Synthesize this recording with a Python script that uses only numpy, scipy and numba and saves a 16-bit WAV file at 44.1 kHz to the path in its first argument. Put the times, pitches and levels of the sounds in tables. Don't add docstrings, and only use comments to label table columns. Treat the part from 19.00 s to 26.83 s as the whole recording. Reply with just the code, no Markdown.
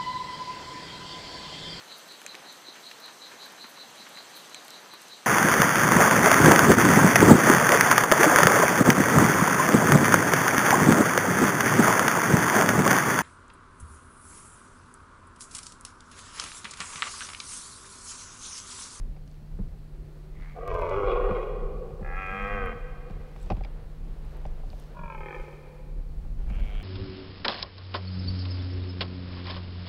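import sys
import numpy as np
from scipy import signal
from scipy.fft import rfft, irfft
from scipy.io import wavfile
from scipy.ndimage import uniform_filter1d, map_coordinates
from numba import njit

SR = 44100
rng = np.random.default_rng(int(sys.argv[2]) if len(sys.argv) > 2 else 0)


def transcribe(u):
    v = np.clip(np.atleast_2d(u).T, -1, 1)
    q = np.round(v * 32767).astype(np.int16)
    wavfile.write(sys.argv[1], SR, q)


def amplitude_ratio(level_db):
    exponent = np.asarray(level_db, float) / 20
    return 10 ** exponent


N = 345258


def rms_one(x):
    return x / np.sqrt(np.mean(x ** 2) + 1e-20)


def in_time(rows):
    s, *columns = np.transpose(rows)
    return [np.interp(np.arange(N) / SR, s, c) for c in columns]


def gate(rows, fade_s=0.012):
    t = np.arange(N) / SR
    return np.clip(np.minimum(t - rows[0][0], rows[-1][0] - t) / fade_s, 0, 1)


def at_hz(points, hz):
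    point_hz, point_value = np.transpose(points)
    return np.interp(np.log(hz + 1), np.log(point_hz), point_value)


def drift(rate):
    knots = rng.standard_normal(400)
    return map_coordinates(knots, [np.arange(N) / SR * min(rate, 45)], order=3)


def coloured(spectrum):
    closed = [(spectrum[0][0] / 2, -60), *spectrum, (spectrum[-1][0] * 2, -90)]
    even = N + N % 2
    gain = amplitude_ratio(at_hz(closed, np.fft.rfftfreq(even, 1 / SR)))
    return rms_one(irfft(rfft(rng.standard_normal(even)) * gain)[:N])


def swells(rows, floor_db):
    t = np.arange(0, N + 64, 64) / SR
    power = amplitude_ratio(2 * floor_db)
    power = power + sum(amplitude_ratio(2 * db - 20 * np.abs(t - s) / fall_s) for s, db, fall_s in rows)
    return np.interp(np.arange(N) / SR, t, 10 * np.log10(power))


@njit
def resonate(x, w, r):
    y = np.zeros(len(x))
    for i in range(2, len(x)):
        y[i] = (1 - r * r) / 2 * (x[i] - x[i - 2]) + 2 * r * np.cos(w[i]) * y[i - 1] - r * r * y[i - 2]
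    return y


def peak(x, hz, width_hz):
    return resonate(x + 1e-18, 2 * np.pi * hz / SR * np.ones(len(x)), np.exp(-np.pi * width_hz / SR))


def glottis(span, rate, rough, lead_s):
    turns = np.cumsum(rate * (1 + 0.25 * rough ** 2 * drift(40)[span])) / SR
    turns -= turns[int(lead_s * SR)]
    closing = np.diff(np.floor(turns), prepend=0) > 0
    strength = amplitude_ratio((0.27 + 3.2 * rough) * rng.standard_normal(200)[turns.astype(int) % 200])
    puff = rng.standard_normal(N)[span] * np.exp(-1.8 * (turns % 1))
    pulses = -strength * (1 - rough) * closing * np.sqrt(SR / rate)
    breath = strength * 1.8 * rough * puff
    return pulses, breath


GROUP_BORDERS_HZ = [720, 1450]


def ring_throat(pulses, breath, span, rough, lowered, shut, throat, shut_db):
    valley_fill = 0.17
    groups = np.zeros((3, len(pulses)))
    for k, (raised_hz, lowered_hz, width_hz, raised_db, lowered_db) in enumerate(throat):
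        hz = raised_hz + (lowered_hz - raised_hz) * lowered
        hz = hz * (1 + 0.021 * rough * drift(14)[span])
        source = pulses + breath * (raised_hz / 900) ** 0.36
        broad = peak(source, hz, 4.15 * width_hz)
        rung = peak(broad, hz, width_hz) + valley_fill * rough * peak(broad, hz, 6.0 * width_hz)
        db = raised_db + (lowered_db - raised_db) * lowered + shut_db[k] * shut
        db = db + (1.5 + 2.4 * rough) * drift(9)[span]
        group = np.searchsorted(GROUP_BORDERS_HZ, raised_hz)
        groups[group] += (-1) ** k * amplitude_ratio(db) * rung / np.sqrt(width_hz)
    return groups / np.sqrt(uniform_filter1d(groups ** 2, size=3000, axis=1) + 1e-9)


# (return time [s], depth [dB], fade [s])
CATCHES = [
    (1.678, -8, .03),
    (1.744, -5, .02),
    (1.792, -5, .015),
    (1.815, -9, .015),
    (1.908, -9, .04),
    (2.03, -4, .03),
    (2.24, -5, .08),
]


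def roar(effort, sinking, strain, throat, shut_db, jaw_s):
    jaw_takes_s = 0.03
    hoarse_start, settle_s = 1.4, 0.1
    pure_until, pure_fade = 0.62, 0.15
    span = slice(int(effort[0][0] * SR), int(effort[-1][0] * SR) + 2000)
    t = (np.arange(N) / SR)[span]
    rate, level_db, mouth_db = [c[span] for c in in_time(effort)]
    first_s, sink_s, sink_takes_s, high_raised_db, high_lowered_db = sinking
    steady, strained, break_s, break_takes_s, pure_db = strain

    lowered = np.clip((t - sink_s) / sink_takes_s, 0, 1)
    shut = np.clip((jaw_s - t) / jaw_takes_s + 0.5, 0, 1)
    broken = np.clip((t - break_s) / break_takes_s, 0, 1)
    hoarse = 1 + hoarse_start * np.exp((t[0] - t) / settle_s)
    rough = steady * hoarse + (strained - steady) * broken

    pulses, breath = glottis(span, rate, rough, first_s - effort[0][0])
    low, middle, high = ring_throat(pulses, breath, span, rough, lowered, shut, throat, shut_db)
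    pure = np.clip((pure_until - rough) / pure_fade, 0, 1) * np.sqrt(2)
    pure = pure * np.sin(2 * np.pi * np.cumsum(rate) / SR)

    for s, db, fade_s in CATCHES:
        level_db = level_db + db * (t < s) * np.exp(-np.abs(t - s) / fade_s)
    high_db = high_raised_db + (high_lowered_db - high_raised_db) * lowered
    voice = amplitude_ratio(-mouth_db) * (low + amplitude_ratio(pure_db) * pure) + middle + amplitude_ratio(high_db) * high
    out = np.zeros(N)
    out[span] = amplitude_ratio(level_db) * voice
    return out * gate(effort)


# (time [s], pulse rate [1/s], level [dB], middle over low resonances [dB])
HARSH = [(1.54, 71, -69, -10), (1.57, 85, -54, -12), (1.69, 94, -36, -4), (1.8, 81, -33.5, -4.5),
         (1.95, 97, -34, -4), (2.04, 102, -34.5, -7), (2.1, 110, -32, -7.5), (2.36, 109, -38.5, -3),
         (2.47, 110, -46, -4)]
BRIGHT = [(3.01, 30.02, -74, -6), (3.05, 64, -47.5, 5), (3.11, 89, -45, 9), (3.19, 96, -39, 13),
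          (3.27, 93.9, -38.5, 11), (3.53, 102.5, -37.5, 1), (3.66, 93, -39, -2.5), (3.728, 82, -44.5, 6),
          (3.76, 66, -67, -5)]
GROWL = [(5.93, 46, -73, 1), (5.968, 46, -46.5, 6), (6.121, 45.5, -43, 9), (6.163, 28, -46, 4),
         (6.19, 38, -49, 0), (6.26, 38, -47, -0.5), (6.355, 59, -44.5, -1), (6.368, 28, -50, -5),
         (6.6, 14, -68, -10)]
FOURTH = [(7.47, 88, -70, -7), (7.52, 92, -60, -4), (7.58, 100, -60, 2), (7.7, 103, -61, 3),
          (7.829, 101.3, -59, 0)]
GRUNT = [(1.33, 95, -76, -6), (1.42, 94, -61, 10), (1.484, 92, -62.5, 14), (1.54, 90, -63.5, 0.5)]
EFFORT = [HARSH, BRIGHT, GROWL, FOURTH, GRUNT]
# (first closure [s], sinking starts [s], sinking takes [s],
# high over middle resonances raised [dB], lowered [dB])
SINKING = [
    (1.55, 1.63, .4, -12, -9.5),
    (3.027, 2.98, 0.71, 0, -0.7),
    (5.945, 5.99, 0.265, -13, -1),
    (7.49, 7.49, .24, 2, 6),
    (1.37, 1.37, .19, 4, 4),
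]
# (steady roughness [0-1], strained roughness [0-1], voice breaks [s],
# breaking takes [s], pure fundamental under the low resonances [dB])
STRAIN = [
    (.32, .76, 2.0, .12, -10),
    (.07, .21, 3.6, .11, -9),
    (.22, .46, 6.17, .26, -30),
    (.2, .2, 7.8, .1, -25),
    (.4, .6, 1.4, .1, -12),
]
# (larynx raised [Hz], lowered [Hz], width [Hz], level raised [dB], lowered [dB])
HARSH_THROAT = [(469, 385.4, 52, 2, 0), (712, 500, 45, 0, -0.5), (1120, 769, 55, 2.5, -7),
                (1235, 1094, 59, -3, -2.5), (1447, 1253, 49, -20, -10), (1612, 1410, 46, -19, -14),
                (1980, 1620, 25, -26.5, -22.5), (2246, 1930, 25, -20, -22.5), (2370, 2200, 84, -21, -18.5),
                (2626, 2420, 80, -24, -19.5), (2950, 2830, 130, -30, -27), (3355, 3316, 86, -32, -27),
                (4100, 3900, 500, -38, -40), (5700, 5570, 1000, -42, -45)]
BRIGHT_THROAT = [(222, 210, 88, -6, -14), (540, 465, 46, 0, 3), (793, 725, 53, -7.5, -3.5),
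                 (1156, 1103, 100, -12, -4), (1352, 1252, 44, 0.5, -4.5), (1698, 1540, 61, -3, 0.5),
                 (1985, 1926, 93, -1.5, -7), (2170, 2140, 41, -14, -5), (2460, 2427, 70, 0, -5.5),
                 (2770, 2750, 30, -25, -17), (3260, 3150, 64, -22, -15)]
GROWL_THROAT = [(426, 381.5, 35, -18, -4), (600, 514, 38, -6, -5), (971, 836, 26, 1.5, 0),
                (1076, 995, 52, -2.5, -8), (1414, 1260, 29, -11.5, -6), (1673, 1520, 28, -12, -12),
                (1820, 1790, 70, -33, -12), (2280, 2130, 33, -20, -13.5), (2350, 2330, 51, -13, -14),
                (2520, 2480, 75, -17, -14.5), (2890, 3100, 36, -30, -26.5), (3340, 3250, 82, -27, -30.5)]
FOURTH_THROAT = [(477, 470, 150, 0, -6), (820, 740, 160, -1, -6), (1370, 1320, 300, -3, -6),
                 (2280, 2240, 200, 4, 2), (2790, 2740, 290, -3, -1), (3200, 3180, 260, -2, 0),
                 (4500, 4500, 370, -21, -23)]
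GRUNT_THROAT = [(500, 990, 140, -0.5, 4), (900, 1100, 480, 0, 0), (1820, 1700, 210, 2, -1),
                (2040, 2080, 190, 9, 1)]
THROAT = [HARSH_THROAT, BRIGHT_THROAT, GROWL_THROAT, FOURTH_THROAT, GRUNT_THROAT]
HARSH_SHUT = [1, 1, -1, 1, 2, 2, 4, -1, -2, -1, -3, -3, -1, -1]
BRIGHT_SHUT = [1, 1, 1, -5, -9, 6, 2, 1, -2, -3, -10]
GROWL_SHUT = [-1, 1, 1, 1, 1, 1, -2, -2, -2, 1, -1, 1]
FOURTH_SHUT = [1, 1, 1, -1, -1, -1, -1]
GRUNT_SHUT = [1, 1, -3, -3]
SHUT_JAW = [HARSH_SHUT, BRIGHT_SHUT, GROWL_SHUT, FOURTH_SHUT, GRUNT_SHUT]
JAW_DROPS_S = [1.675, 3.16, 6.22, 7.56, 1.42]


def roars():
    tables = zip(EFFORT, SINKING, STRAIN, THROAT, SHUT_JAW, JAW_DROPS_S)
    return np.array([roar(*each) for each in tables])


# (frequency [Hz], time to fall 60 dB [s])
FOREST_T60 = [(200, 2.8), (500, 3.08), (1200, 1.62), (1700, 1.85), (2500, 1.56), (3500, 1.93), (6000, 0.66)]
SCATTER_DB = [-6, -10, -8.5, -5.5, -4.5]


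def forest(calls):
    trunk_delay_s = 0.026
    t, tail = np.arange(3 * SR) / SR, 0
    edges = 150 * 2 ** np.arange(0, 6, 0.5)
    for low, high in zip(edges, edges[1:]):
        half_octave = signal.butter(2, [low, high], "band", fs=SR, output="sos")
        band = signal.sosfilt(half_octave, rng.standard_normal(len(t)))
        tail = tail + band * amplitude_ratio(-60 * t / at_hz(FOREST_T60, np.sqrt(low * high)))
    tail *= 1 - np.exp(-(t / trunk_delay_s) ** 2)
    tail /= np.sqrt(np.sum(tail ** 2) * SR / 2 / edges[-1])
    return signal.fftconvolve(amplitude_ratio(np.array(SCATTER_DB)) @ calls, tail)[:N]


# (time [s], pitch [Hz], level [dB])
MOANS = [
    [(2.55, 214, -53), (2.9, 199.9, -54), (2.948, 174, -63), (3.0, 175, -46)],
    [(3.3, 202, -49), (3.43, 207.6, -44.5), (3.704, 224, -48.5), (3.76, 225, -48)],
    [(5.97, 173, -46.5), (6.166, 176, -58), (6.214, 184, -58), (6.3, 173, -51)],
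]
# (time [s], level [dB])
GROAN = [
    (0.75, -92),
    (0.794, -74),
    (0.884, -92),
    (0.938, -59.5),
    (1.404, -61),
    (1.5, -88),
]


def far_animals():
    groan = rms_one(peak(rng.standard_normal(N), 370, 44))
    out = amplitude_ratio(in_time(GROAN)[0]) * gate(GROAN, 0.065) * groan
    for rows in MOANS:
        hz, db = in_time(rows)
        partial = np.sqrt(2) * np.sin(2 * np.pi * np.cumsum(hz) / SR)
        out += amplitude_ratio(db + 1.4 * drift(14)) * gate(rows, 0.027) * partial
    return out


# (time [s], shell peak [dB], thud [dB], snap [dB], length [s])
KNOCKS = [(0.163, -45.5, -55, -57.5, 0.019), (.589, -50, -30.5, -75, 0.028), (2.298, -42, -31, -63, 0.034),
          (2.904, -42, -50, -62, .008), (3.009, -38, -35, -64, .02), (4.097, -35, -38, -55, 0.012),
          (4.361, -40, -50, -50.5, 0.0039), (4.501, -20, -32, -35.5, 0.0076),
          (4.508, -20, -26.5, -44, 0.0082), (4.518, -27, -33, -45, 0.0095),
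          (4.567, -39.5, -38.5, -54, .008), (4.608, -29.5, -50, -55, 0.0034), (4.635, -54, -55, -45, .006),
          (4.647, -37, -56, -40, 0.006), (5.452, -27, -42.5, -49, 0.003), (5.633, -41, -62, -70, 0.0073),
          (5.729, -35.5, -57, -54, 0.0052), (7.249, -49, -51, -69, 0.012), (7.5, -40, -35, -53, 0.0094)]
# (frequency [Hz], level [dB], time to fall 60 dB [s])
CASING = [(98.5, -1, 0.066), (190.5, 2, 0.058), (271, -8, 0.036), (420, -7, .02), (600, -1, 0.024),
          (750, -1, .028), (960, -17, 0.012), (1650, -7, .006), (2350, 1.5, 0.008), (3500, -7, 0.0073),
          (4800, -7, 0.0062)]
SHELL_HZ = [350, 1300]


def knocks():
    size = 8000
    out, t = np.zeros(N + size), np.arange(size) / SR
    for s, shell_db, thud_db, snap_db, length in KNOCKS:
        start = int(s * SR)
        contact = rng.standard_normal(size) * np.exp(-t / max(length, 0.001) * 2.0)
        contact = contact * np.minimum(t / 0.0006, 1)
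        for hz, db, t60 in CASING:
            rung = peak(peak(contact, hz, 0.32 * hz), hz, 2.54 / t60)
            part_db = (thud_db, shell_db - 5.5, snap_db)[np.searchsorted(SHELL_HZ, hz)]
            out[start:start + size] += amplitude_ratio(db + part_db) * rung / np.abs(rung).max()
    return signal.sosfilt(signal.butter(3, 5600, fs=SR, output="sos"), out[:N])


# (time [s], peak [dB], centre [Hz])
TICKS = [(.277, -50.5, 3500), (.314, -55, 4700), (1.41, -60, 3980), (1.895, -45, 5000), (3.266, -55, 6000),
         (3.307, -60, 6500), (3.425, -55, 5510), (3.48, -59, 9000), (3.659, -47, 11500), (4.109, -56, 4500),
         (4.428, -58, 9000), (4.461, -53, 5500), (5.25, -59, 9000), (5.31, -59, 11000), (5.37, -55, 12000),
         (5.464, -54, 4700), (5.702, -45, 3600), (5.799, -52, 9900), (6.259, -60, 9000), (6.399, -57, 4200),
         (7.497, -58, 7000)]


def ticks():
    size = 900
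    out, t = np.zeros(N + size), np.arange(size) / SR
    for s, db, hz in TICKS:
        start = int(s * SR)
        burst = rng.standard_normal(size) * np.exp(-t / 0.0012)
        burst = peak(peak(burst, hz, 1.0 * hz), hz, 0.62 * hz)
        out[start:start + size] += amplitude_ratio(db + 2) * burst / np.abs(burst).max()
    return out[:N]


# (time [s], peak [dB])
JINGLES = [
    (4.402, -66),
    (4.414, -60),
    (4.428, -56),
]
# (frequency [Hz], level [dB], time to fall 60 dB [s])
RING = [(7700, 0, .05), (9300, -7, .06)]


def strap_ring():
    t, out = np.arange(N) / SR, np.zeros(N)
    for s, db in JINGLES:
        for hz, mode_db, t60 in RING:
            level = amplitude_ratio(db + mode_db - 60 * np.abs(t - s) / t60)
            out += (t > s) * level * np.sin(2 * np.pi * hz * (t - s))
    return out


# (centre [Hz], width [Hz], level [dB])
LENS = (1500, 350, -55.5)


def lens():
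    start_s, steps_per_s = 7.503, 20
    hz, width_hz, db = LENS
    step = (np.arange(N) / SR - start_s) * steps_per_s
    strokes = (step > -0.5) * np.exp(-(((step + 0.5) % 1 - 0.5) / 0.16) ** 2)
    return amplitude_ratio(db) * strokes * rms_one(peak(rng.standard_normal(N), hz, width_hz))


# (time [s], peak [dB], time to fall 10 dB [s])
RUBS = [(.33, -74, 0.1), (1.63, -69, 0), (1.9, -71, 0.5), (3.27, -72, 0.3), (3.47, -67.5, 0.4),
        (4.43, -66, 0.18), (5.3, -71, 0.34), (5.79, -65.5, 0.17), (6.41, -67, 0.25), (7.68, -68, 0.25)]
# (frequency [Hz], density [dB per Hz])
RUSTLE = [(2500, 2.5), (4000, 0), (6000, -3.5), (9000, -11.5), (15500, -13)]


def rubbing():
    grains = amplitude_ratio(2.2 * np.minimum(rng.exponential(1, N // 64 + 1), 5)).repeat(64)[:N]
    return amplitude_ratio(swells(RUBS, -82)) * rms_one(grains * coloured(RUSTLE))


# (time [s], peak [dB], time to fall 10 dB [s])
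SHUFFLE = [(1.1, -67.5, .5), (4.1, -58.5, 1.2), (4.65, -53, 0.42), (5.35, -54.5, 0.37), (5.8, -57, .5),
           (6.7, -59, 0.4), (7.52, -53.5, .19), (7.75, -53.5, 0.23)]
# (frequency [Hz], density [dB per Hz])
LEAVES = [(250, -2.5), (420, 7), (1000, -4), (2500, -14), (4500, -23.5)]


def shuffling():
    return amplitude_ratio(swells(SHUFFLE, -74) + 2.2 * drift(25)) * coloured(LEAVES)


# (time [s], peak [dB], time to fall 10 dB [s])
GUSTS = [(.03, -29, 0.13), (.62, -31, 0.14), (1.0, -36.5, .1), (1.4, -35.5, 0.17), (1.76, -30.5, 0.13),
         (1.96, -36, 0.1), (2.13, -28, 0.12), (2.25, -26.5, 0.19), (2.65, -28.5, 0.19), (3.12, -29, 0.13),
         (3.43, -37, 0.26), (3.6, -29.5, 0.14), (3.89, -33.5, 0.18), (4.17, -35, .12), (4.56, -26.5, 0.13),
         (4.8, -36, 0.17), (5.12, -32.5, 0.25), (5.55, -29.5, 0.23), (6.05, -34, .06), (6.2, -34, 0.05),
         (6.41, -34, 0.04), (6.97, -28.5, 0.1), (7.18, -29, 0.1), (7.45, -27.5, 0.2), (7.65, -25, 0.24)]
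# (frequency [Hz], density [dB per Hz])
BUFFET = [(50, -12), (70, 2), (110, -6.5), (200, -10.5), (400, -25), (800, -37.5)]


def wind():
    rumble_db = swells(GUSTS, -47.5)
    rumble = coloured([(18, -13.5), (28, 4), (40, -2.0), (55, -9)])
    rumble /= np.sqrt(uniform_filter1d(rumble ** 2, size=6000))
    buffet_db = -49 + 0.45 * (rumble_db + 35.5) + 2.4 * drift(20)
    return amplitude_ratio(rumble_db) * rumble + amplitude_ratio(buffet_db) * coloured(BUFFET)


# (frequency [Hz], level [dB rms])
GEARS = [(3898, -90), (4048, -93), (4199, -87), (4500, -88), (15622, -94)]
# (frequency [Hz], density [dB per Hz])
HISS = [(170, -2.5), (260, -9), (400, -7), (600, -11), (1000, -17), (2000, -22.5), (3500, -29), (4500, -28),
        (6000, -33.5), (9000, -34), (15600, -38)]


def camera():
    motor_hz, motor_db, hiss_db = 149.5, -50, -60
    t = np.arange(N) / SR
    lines = sum(amplitude_ratio(db) * np.sin(2 * np.pi * hz * t) for hz, db in GEARS)
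    lines += amplitude_ratio(motor_db + 0.7 * drift(3)) * np.sin(2 * np.pi * motor_hz * t + 0.2 * drift(4))
    return np.sqrt(2) * lines + amplitude_ratio(hiss_db + 0.5 * drift(6)) * coloured(HISS)


def scene():
    calls = roars()
    voices = calls.sum(0) + forest(calls) + far_animals()
    handling = knocks() + ticks() + strap_ring() + lens() + rubbing()
    background = shuffling() + wind() + camera()
    return (voices + handling + background)[None]


def top_cut(x):
    return signal.sosfilt(signal.butter(12, 15750, fs=SR, output="sos"), x)


def record(dry):
    return top_cut(dry)


dry = scene()
out = record(dry)
transcribe(out)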